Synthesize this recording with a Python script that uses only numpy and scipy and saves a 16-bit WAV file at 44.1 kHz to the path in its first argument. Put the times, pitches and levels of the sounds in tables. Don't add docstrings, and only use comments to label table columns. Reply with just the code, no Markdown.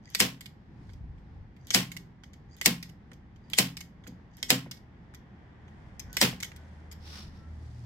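import sys
import numpy as np
from scipy import signal
from scipy.fft import rfft, irfft, next_fast_len
from scipy.io import wavfile

SR = 44100
rng = np.random.default_rng(int(sys.argv[2]) if len(sys.argv) > 2 else 0)


def dump_mix(stems):
    frames = np.atleast_2d(stems).T
    limited = np.clip(frames, -1, 1)
    pcm = np.round(limited * 32767).astype(np.int16)
    wavfile.write(sys.argv[1], SR, pcm)


N = 346185
TIME = np.arange(N) / SR
AGE = np.arange(16000) / SR


def from_db(db):
    return 10 ** (np.asarray(db) / 20)


def rms_one(x):
    return x / np.sqrt(np.mean(x ** 2) + 1e-20)


def in_time(rows, axis=1):
    rows = np.array(rows)
    return np.interp(TIME, rows[:, 0], rows[:, axis])


def at_hz(points, hz):
    points = np.array(points)
    return np.interp(np.log(np.maximum(hz, 1)), np.log(points[:, 0]), points[:, 1])


def add(out, s, sound):
    start = round(s * SR)
    part = sound[..., :N - start]
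    out[:, start:start + part.shape[-1]] += part


def panned(db):
    return from_db(np.array([[.5], [-.5]]) * db)


def fade(t60, rise, delay=0):
    age = np.maximum(AGE - delay, 0)
    decay = np.exp(-np.minimum(np.log(1000) * age / t60, 20))
    return (1 - np.exp(-age / rise)) * decay


def noise(spectrum, likeness, size, tilt_db=0, lag=0, balance=None):
    padded = next_fast_len(size, True)
    hz = np.fft.rfftfreq(padded, 1 / SR)
    mid, side = rfft(rng.standard_normal((2, padded)))
    alike = np.clip(at_hz(likeness, hz), 0, 1)
    pair = np.sqrt(1 + alike) * mid + np.sqrt(1 - alike) * side * [[1], [-1]]
    pair[1] *= np.exp(-2j * np.pi * hz * lag)
    if balance is not None:
        pair *= panned(at_hz(balance, hz))
    low_end = 1 + (spectrum[0][0] / (hz + 1)) ** 6
    high_end = 1 + (hz / spectrum[-1][0]) ** 12
    ends = 1 / np.sqrt(low_end * high_end)
    tilt = tilt_db * np.log2(np.maximum(hz, 1000) / 4000)
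    colour = from_db(at_hz(spectrum, hz) + tilt)
    return rms_one(irfft(pair * ends * colour)[:, :size])


def rough(size, rough_db, count=110):
    knots = rng.standard_normal(size // count + 2)
    wander = np.interp(np.arange(size) / count, np.arange(len(knots)), knots)
    return rms_one(from_db(rough_db * wander))


def tone(hz, waver_hz, size, count=2000):
    knots = rng.standard_normal(size // count + 2)
    wander = np.interp(np.arange(size) / count, np.arange(len(knots)), knots)
    return np.sqrt(2) * np.sin(2 * np.pi * np.cumsum(hz + waver_hz * wander) / SR)


def swell(s, half_s):
    return np.exp(-np.minimum(((TIME - s) / half_s) ** 2, 30))


def swells(rows):
    return sum(from_db(db) * swell(s, half_s) for s, half_s, db in rows)


# frequency in Hz, correlation from 0 to 1.
DIFFUSE_CORRELATION = [(30, 0.88), (200, 0.97), (600, 0.47), (1300, 0.035), (3000, 0.042), (14000, 0.04)]


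def wash(spectrum, gain):
    return gain * noise(spectrum, DIFFUSE_CORRELATION, N)


# frequency in Hz, relative level in dB per Hz.
RUMBLE_SPECTRUM = [(25, -19.5), (45, -17), (125, -1.5), (200, -2.5), (260, -8.5), (400, -17), (630, -29),
                   (800, -21), (1300, -30.5), (2000, -32), (3200, -41.5), (5000, -42.5), (9500, -65),
                   (16000, -64.5)]
WIND_SPECTRUM = [(22, -16), (40, -4.5), (55, -1.5), (100, -4.5), (140, -13), (300, -31)]
TRAFFIC_SPECTRUM = [(300, 4), (600, 1), (820, 2.5), (1300, -4.5), (1900, 0), (2600, -14), (3400, -13),
                    (4200, -28.5), (7000, -29.5)]
# centre in seconds, half length to 1/e in seconds, level in dB.
GUSTS = [(1.03, 0.157, -45.5), (1.39, 0.06, -46.5), (6.1, .2, -50.5), (7.5, .6, -57.5)]
# time in seconds, level of its second order in dB, level of its third in dB.
ENGINE_LEVELS = [(0, -65.5, -67.5), (6.3, -59.5, -63.5), (6.6, -49.5, -68), (7.25, -46.5, -77),
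                 (7.38, -58.5, -75), (7.5, -42, -56.5), (7.85, -51, -40.5)]
# start in seconds, length in seconds, pitch in Hz, level in dB.
WHISTLES = [(6.05, 0.16, 1500, -61), (6.52, 0.19, 1493, -68), (7.07, 0.18, 1470, -65),
            (7.33, 0.21, 1336, -65.5)]
RUMBLE_DB, BREEZE_DB, ROADS_DB = -53.5, -57, -68.5
CAR_NEAREST_S, CAR_PASS_S, CAR_DB = 6.3, 0.87, -59.5
ENGINE_HZ = 39.03


def outdoors():
    car = from_db(CAR_DB) / np.hypot(1, (TIME - CAR_NEAREST_S) / CAR_PASS_S)
    out = wash(RUMBLE_SPECTRUM, from_db(RUMBLE_DB) * rough(N, rough_db=1.5, count=6000))
    wind = wash(WIND_SPECTRUM, from_db(BREEZE_DB) + swells(GUSTS))
    out += wind + wash(TRAFFIC_SPECTRUM, np.hypot(from_db(ROADS_DB), car))
    out += from_db(in_time(ENGINE_LEVELS, axis=1)) * tone(2 * ENGINE_HZ, 1.3, N)
    out += from_db(in_time(ENGINE_LEVELS, axis=2)) * tone(3 * ENGINE_HZ, 1.5, N)
    for s, length, hz, db in WHISTLES:
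        size = int(length * SR)
        add(out, s, from_db(db) * np.hanning(size) * tone(hz, 10.0, size))
    return out


# frequency in Hz, correlation from 0 to 1.
DIRECT_CORRELATION = [(200, 0.98), (1500, 0.56), (14000, 0.18)]
# frequency in Hz, left minus right in dB.
GUN_BALANCE = [(300, 2), (700, 7), (1400, -4.5), (2600, -10), (5000, 1.5), (9000, 16), (14000, -5.5)]
RIGHT_LAG_S = 0.00014


def direct(spectrum, tilt_db=0):
    return noise(spectrum, DIRECT_CORRELATION, len(AGE), tilt_db, RIGHT_LAG_S, GUN_BALANCE)


# centre frequency in Hz, bandwidth in Hz, level in dB, the first and last varied per touch.
STEEL_MODES = [(1550, 68, -13), (2010, 150, 2), (2020, 190, 1), (2330, 260, -3.5), (2940, 53, -9.5),
               (3230, 450, -3.5), (4890, 420, -2.5), (5120, 580, -5.5), (5330, 260, -2.5), (6300, 360, 0),
               (7900, 330, -13), (11300, 900, -18), (13000, 2500, -18.5)]


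def steel(force, spread_db=2.5, grip=0.022):
    out = 0
    variations = rng.standard_normal((len(STEEL_MODES), 2))
    for k, ((hz, width, db), (shift, weight)) in enumerate(zip(STEEL_MODES, variations)):
        r = np.exp(-np.pi * width / SR)
        poles = [1, -2 * r * np.cos(2 * np.pi * hz * (1 + grip * shift) / SR), r * r]
        zeros = np.array([1, 0, -1]) * (1 - r * r) / 2
        gain = (-1) ** k * from_db(db + spread_db * weight)
        out = out + gain * signal.lfilter(zeros, poles, force)
    return out


# time in seconds, click level in dB relative to the common
# latch gain, rebound in dB, brightness in dB per octave, level of the creak before it in dB.
LATCH_CLICKS = [(0.1486, -23, -3.5, -1, -54.5), (1.705, -25, -5.5, -4, -66.5), (2.6128, -26, -9.5, -3, -59),
                (3.5336, -27.5, -11, -3, -67), (4.4282, -27, -12.5, -1.5, -59.5),
                (6.168, -19.5, -11.5, -2.5, -61)]
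# frequency in Hz, relative level in dB per Hz.
RUB_SPECTRUM = [(400, -16.5), (1500, -12.5), (2500, -5), (4000, -3.5), (7000, -3.5), (9500, -13),
                (15000, -16)]
CREAK_NOTES_HZ = (1860, 4760)
CREAK_S = .13


def creaks(waver_hz=150, low_db=-4, high_db=-10, rub_db=2):
    out, size = np.zeros((2, N)), int(CREAK_S * SR)
    load = np.linspace(0, 1, size)
    for s, *_, creak_db in LATCH_CLICKS:
        creak = from_db(rub_db) * load * steel(direct(RUB_SPECTRUM)[:, :size])
        for hz, db in zip(CREAK_NOTES_HZ, (low_db, high_db)):
            breaks = np.sqrt(np.hanning(size)) * rough(size, rough_db=8.5, count=900)
            notes = np.array([tone(hz, waver_hz, size, count=70) for channel in range(2)])
            creak += from_db(db) * breaks * notes
        creak = creak * rough(size, rough_db=5.5)
        add(out, max(s - CREAK_S, 0), from_db(creak_db) * creak[:, -int(s * SR):])
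    return out


# frequency in Hz, t60 in seconds.
YARD_T60 = [(120, 0.43), (400, 0.15), (1000, 0.26), (3000, 0.24), (7500, 0.22), (14000, 0.2)]


def yard(spectrum, tilt_db, rise=0.0045, delay=.003):
    bins = rfft(noise(spectrum, DIFFUSE_CORRELATION, len(AGE), tilt_db))
    hz = np.fft.rfftfreq(len(AGE), 1 / SR)
    centres = 125 * 2 ** np.arange(8)
    out = 0
    for centre, row in zip(centres, np.eye(len(centres))):
        share = at_hz(np.c_[centres, row], hz)
        out = out + irfft(bins * share) * fade(at_hz(YARD_T60, centre), rise, delay)
    return out


# frequency in Hz, level in dB, t60 in seconds, the first two varied and t60 capped by the grip.
SPRING_MODES = [(1878, -39, .26), (1946, -35.5, 0.38), (2174, -36, 0.36), (2490, -42.5, 0.58),
                (3180, -35, 0.23), (3600, -40, .22), (4360, -38.5, .25), (5260, -39, 0.22),
                (5080, -40.5, 0.26), (6260, -41, 0.47), (7470, -37.5, 0.18), (8140, -36, 0.12),
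                (11200, -41, 0.18)]
GRIP_T60 = .21


def spring(spread_db=3.5, grip=.012):
    hz, db, t60 = np.transpose(SPRING_MODES)[:, :, None, None]
    hz = hz * (1 + grip * rng.standard_normal(hz.shape))
    strength = from_db(db + spread_db * rng.standard_normal((len(SPRING_MODES), 2, 1)))
    envelope = fade(np.minimum(t60, GRIP_T60), 0.00045)
    cycles = hz * AGE + rng.random(strength.shape)
    return np.sum(strength * envelope * np.sin(2 * np.pi * cycles), axis=0)


def bending_wave(start_hz=1350, fall_s=.015, t60=0.049, rise=0.011):
    hz = start_hz / (1 + AGE / fall_s) ** 2
    return fade(t60, rise) * np.sin(2 * np.pi * np.cumsum(hz) / SR)


# frequency in Hz, relative level in dB per Hz.
CONTACT_SPECTRUM = [(200, -11), (700, -17.5), (1200, -4.5), (3000, 7.5), (7000, 1), (9500, -5.5),
                    (12000, 3), (15500, -7.5)]
REBOUND_S = .0043


def clicks(rows, common_db, t60, bare_db, yard_db, spring_db, wave_db):
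    out = np.zeros((2, N))
    answer = from_db(yard_db) * yard(CONTACT_SPECTRUM, tilt_db=-0.5)
    after = from_db(spring_db) * spring() + from_db(wave_db) * bending_wave()
    for s, db, rebound_db, tilt_db, pan_db in rows:
        touch = fade(t60, 0.00009) + from_db(rebound_db) * fade(t60, 0.00038, REBOUND_S)
        pan = panned(pan_db / 2)
        force = direct(CONTACT_SPECTRUM, tilt_db) * touch * pan + answer
        add(out, s, from_db(db + common_db) * (steel(force) + from_db(bare_db) * force + after))
    return out


# time in seconds, level in dB relative to the common pawl gain.
PAWL_TICKS = [(0.101, -36.5), (1.6699, -30.5), (2.5666, -39.5), (3.5002, -31.5), (4.369, -36),
              (6.129, -29.5)]


def pawls(rebound_db=-20, tilt_db=5, pan_db=-10):
    rows = [(s, db, rebound_db, tilt_db, pan_db) for s, db in PAWL_TICKS]
    return clicks(rows, common_db=-1.0, t60=0.0106, bare_db=-10.5, yard_db=-12.5,
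                  spring_db=-2, wave_db=-26.5)


def latches(pan_db=-3):
    rows = [(s, db, rebound_db, tilt_db, pan_db) for s, db, rebound_db, tilt_db, _ in LATCH_CLICKS]
    return clicks(rows, common_db=14.5, t60=.016, bare_db=-12.0, yard_db=-20.0,
                  spring_db=-2, wave_db=-23)


# frequency in Hz, level in dB before a random spread, t60 in seconds.
BOX_MODES = [(128.4, -30.5, 0.51), (151, -38.5, 0.55), (170.7, -35, 0.84), (185.2, -26.5, 0.33),
             (228, -28, 0.28), (264.5, -30.5, 0.38), (278.7, -34, 0.36), (358, -35.5, 0.14),
             (395, -34, 0.079), (497, -27, 0.15), (672, -40, 0.24), (759, -39, .22), (975, -40, 0.086),
             (1017, -41, 0.17), (1069, -42.5, 0.35), (1254, -51.5, 0.17), (1472, -41, 0.13)]


def box(rise=.003, travel_s=0.003505, spread_db=1.6):
    hz, db, t60 = np.transpose(BOX_MODES)[:, :, None]
    delay = travel_s * np.sqrt(1000 / hz)
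    strength = from_db(db + spread_db * rng.standard_normal(hz.shape))
    swing = np.sin(2 * np.pi * hz * (AGE - delay))
    return np.sum(strength * fade(t60, rise, delay) * swing, axis=0)


# time in seconds, crack in dB, yard ring in dB, box boom in dB,
# short swell of noise before the crack in dB, brightness in dB per octave.
STAPLES = [(0.202, -6, -19, -3.5, -14, -0.74), (1.7460, -5.5, -18.5, -2, -14, -0.5),
           (2.6591, -2.5, -21.5, -2.5, -17.5, 0), (3.5860, -3.5, -20.5, -3.5, -15, 0),
           (4.5036, -4, -21, -2, -19, -1), (6.2140, -6, -15.5, -3, -19, -1)]
# frequency in Hz, relative level in dB per Hz.
CRACK_SPECTRUM = [(150, -20.5), (500, -7.5), (1300, -12), (1900, -1), (3100, -3), (5200, 3), (6300, -5),
                  (8300, -4.5), (9200, -14), (12000, -3.5), (15500, -10.5)]
YARD_SPECTRUM = [(110, -1.5), (250, 6.5), (350, -3), (500, 2), (650, -6), (1250, -7.5), (2000, -2),
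                 (3000, 1), (4000, -3.5), (5300, -2.5), (6200, -7), (8300, -8.5), (9200, -13.5),
                 (12000, -8), (15900, -10)]


def shots(crack_t60=.012, seat_s=.0009, seat_db=-3, judder_db=-8, judder_t60=0.031,
          steel_db=-6, lead_t60=0.036, wave_db=-15):
    out = np.zeros((2, N))
    for s, crack_db, yard_db, box_db, lead_db, tilt_db in STAPLES:
        blow = fade(crack_t60, 0.00029)
        blow = blow + from_db(seat_db) * fade(crack_t60 / 2, 0.00016, seat_s)
        blow = np.hypot(blow, from_db(judder_db) * fade(judder_t60, .001, 0.0036))
        crack = direct(CRACK_SPECTRUM, tilt_db) * blow
        body = from_db(steel_db) * steel(direct(CONTACT_SPECTRUM) * blow)
        add(out, s, from_db(crack_db) * (crack + body) + spring())

        scatter = from_db(yard_db) * yard(YARD_SPECTRUM, tilt_db) * rough(len(AGE), rough_db=1.5)
        boom = from_db(box_db) * (box() + from_db(wave_db) * bending_wave())
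        add(out, s, scatter + boom)

        growth = fade(lead_t60, .0003)[:SR // 20][::-1]
        lead_in = direct(RUB_SPECTRUM)[:, :len(growth)] * growth
        add(out, s - len(growth) / SR, from_db(lead_db) * (from_db(-5) * lead_in + steel(lead_in)))
    return out


CHATTER_PER_S, CHATTER_DB, CHATTER_T60 = 260, -12.5, .17


def chatter(spread_db=4, bare_db=-6):
    out, size = np.zeros((2, N)), len(AGE)
    for s, crack_db, *_ in STAPLES:
        happens = rng.random(size) < CHATTER_PER_S / SR
        touches = happens * from_db(spread_db * rng.standard_normal(size))
        grain = fade(.004, .0001)[:SR // 100]
        contact = direct(CONTACT_SPECTRUM)
        force = contact * signal.fftconvolve(touches * fade(CHATTER_T60, .004), grain)[:size]
        add(out, s, from_db(crack_db + CHATTER_DB) * (steel(force) + from_db(bare_db) * force))
    return out


# time in seconds, boom in dB relative to the common boom gain, contact in dB.
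BOX_KNOCKS = [(0.318, -27, -27), (3.116, -25, -34), (4.069, -13, -30), (4.659, -19, -16), (6.326, -16, -15)]


def knocks(scuff_db=-24, scuff_t60=0.089, wave_db=-16, boom_db=-3, soft_hz=380):
    out = np.zeros((2, N))
    soften = signal.butter(2, soft_hz, fs=SR, output="sos")
    for s, db, contact_db in BOX_KNOCKS:
        scuff = direct([(200, 5), (700, -43), (2000, -16)]) * fade(scuff_t60, 0.0033)
        contact = from_db(wave_db) * bending_wave() + from_db(scuff_db) * scuff
        boom = signal.sosfilt(soften, box())
        add(out, s, from_db(db + boom_db) * boom + from_db(contact_db) * contact)
    return out


# time in seconds, level in dB relative to the common release gain.
LEVER_STOPS = [(0.4079, -29), (1.917, -26.5), (2.827, -26.5), (3.7689, -24.5), (4.712, -25), (6.4027, -26)]
STRIKER_CATCHES = [(0.458, -33), (1.9662, -27), (2.8921, -41), (3.806, -28), (4.7694, -48), (6.427, -18.5)]


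def releases(stop_rebound_db=-5, stop_tilt_db=-0.8, stop_pan_db=-3,
             catch_rebound_db=.8, catch_tilt_db=-2.2, catch_pan_db=-4):
    stops = [(s, db, stop_rebound_db, stop_tilt_db, stop_pan_db) for s, db in LEVER_STOPS]
    catches = [(s, db, catch_rebound_db, catch_tilt_db, catch_pan_db) for s, db in STRIKER_CATCHES]
    return clicks(stops + catches, common_db=-1.2, t60=.02, bare_db=-8, yard_db=-17.5,
                  spring_db=3, wave_db=-33.0)


# centre in seconds, half length to 1/e in seconds, level in dB.
HAND_STROKES = [(7.155, 0.098, -47), (7.37, 0.054, -66)]
SHIRT_RUSTLES = [(0.89, 0.1, -75), (5.85, .2, -79.5), (6.55, 0.38, -72.5), (7.85, 0.4, -68.5)]
# frequency in Hz, relative level in dB per Hz.
BRUSH_SPECTRUM = [(700, 0), (1500, -1), (2600, -1.5), (3600, 2), (4300, 1.5), (5400, 5), (6800, -10.5),
                  (15000, -18.5)]
CLOTH_SPECTRUM = [(1500, -5.5), (3000, 3), (5000, 6), (8000, -2.5), (15000, -17)]


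def handling():
    brush = wash(BRUSH_SPECTRUM, swells(HAND_STROKES)) * rough(N, rough_db=2.0, count=160)
    rustle = wash(CLOTH_SPECTRUM, swells(SHIRT_RUSTLES)) * rough(N, rough_db=2.0)
    return brush + rustle


# time in seconds, level in dB relative to the common
# tick gain, brightness in dB per octave, left minus right in dB before halving.
LOOSE_TICKS = [(0.893, -44.5, -13, -6), (0.9333, -49, -1, 4), (1.179, -53.5, -10, -6),
               (1.5643, -51.5, -4, 1), (2.2355, -38.5, -4.5, 0), (2.3333, -43.5, -2.5, 5),
               (3.132, -43, 0, -7), (3.36, -55.5, -3, -5), (4.038, -44, -9.5, -1.5),
               (4.0737, -35, 4.5, -6.5), (5.1463, -39.5, 1.5, -1), (5.68, -50.5, -6, -6),
               (5.9949, -27, 1.5, 9), (6.444, -25.5, -1, -1), (6.562, -38.5, 3.5, 8),
               (6.9139, -35, -1.5, 10), (6.9242, -34.5, 3, -4)]


def ticks(rebound_db=-6.0):
    rows = [(s, db, rebound_db, tilt_db, pan_db) for s, db, tilt_db, pan_db in LOOSE_TICKS]
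    return clicks(rows, common_db=0.65, t60=0.025, bare_db=-14.5, yard_db=-17.0,
                  spring_db=-1.5, wave_db=-33.0)


# time in seconds, level in dB.
NOSE_TAPS = [(2.235, -45.5), (3.1155, -40), (4.067, -40), (5.138, -43), (6.517, -38.5)]
# frequency in Hz, relative level in dB per Hz.
TAP_SPECTRUM = [(600, -11), (1100, -4), (1600, 5), (2400, -3), (5000, -14), (12000, -28)]


def taps(t60=0.026, rise=0.0013):
    out = np.zeros((2, N))
    for s, db in NOSE_TAPS:
        add(out, s, from_db(db) * direct(TAP_SPECTRUM) * fade(t60, rise))
    return out


def scene():
    gun = creaks() + pawls() + latches() + shots() + chatter() + releases() + ticks()
    return gun + knocks() + taps() + handling() + outdoors()


CUTOFF_HZ = 15750


def record(dry, top=0.65):
    rounded = top * np.tanh(dry / top)
    low_pass = signal.ellip(10, .1, 80, CUTOFF_HZ, fs=SR, output="sos")
    return signal.sosfilt(low_pass, rounded)


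dry = scene()
out = record(dry)
dump_mix(out)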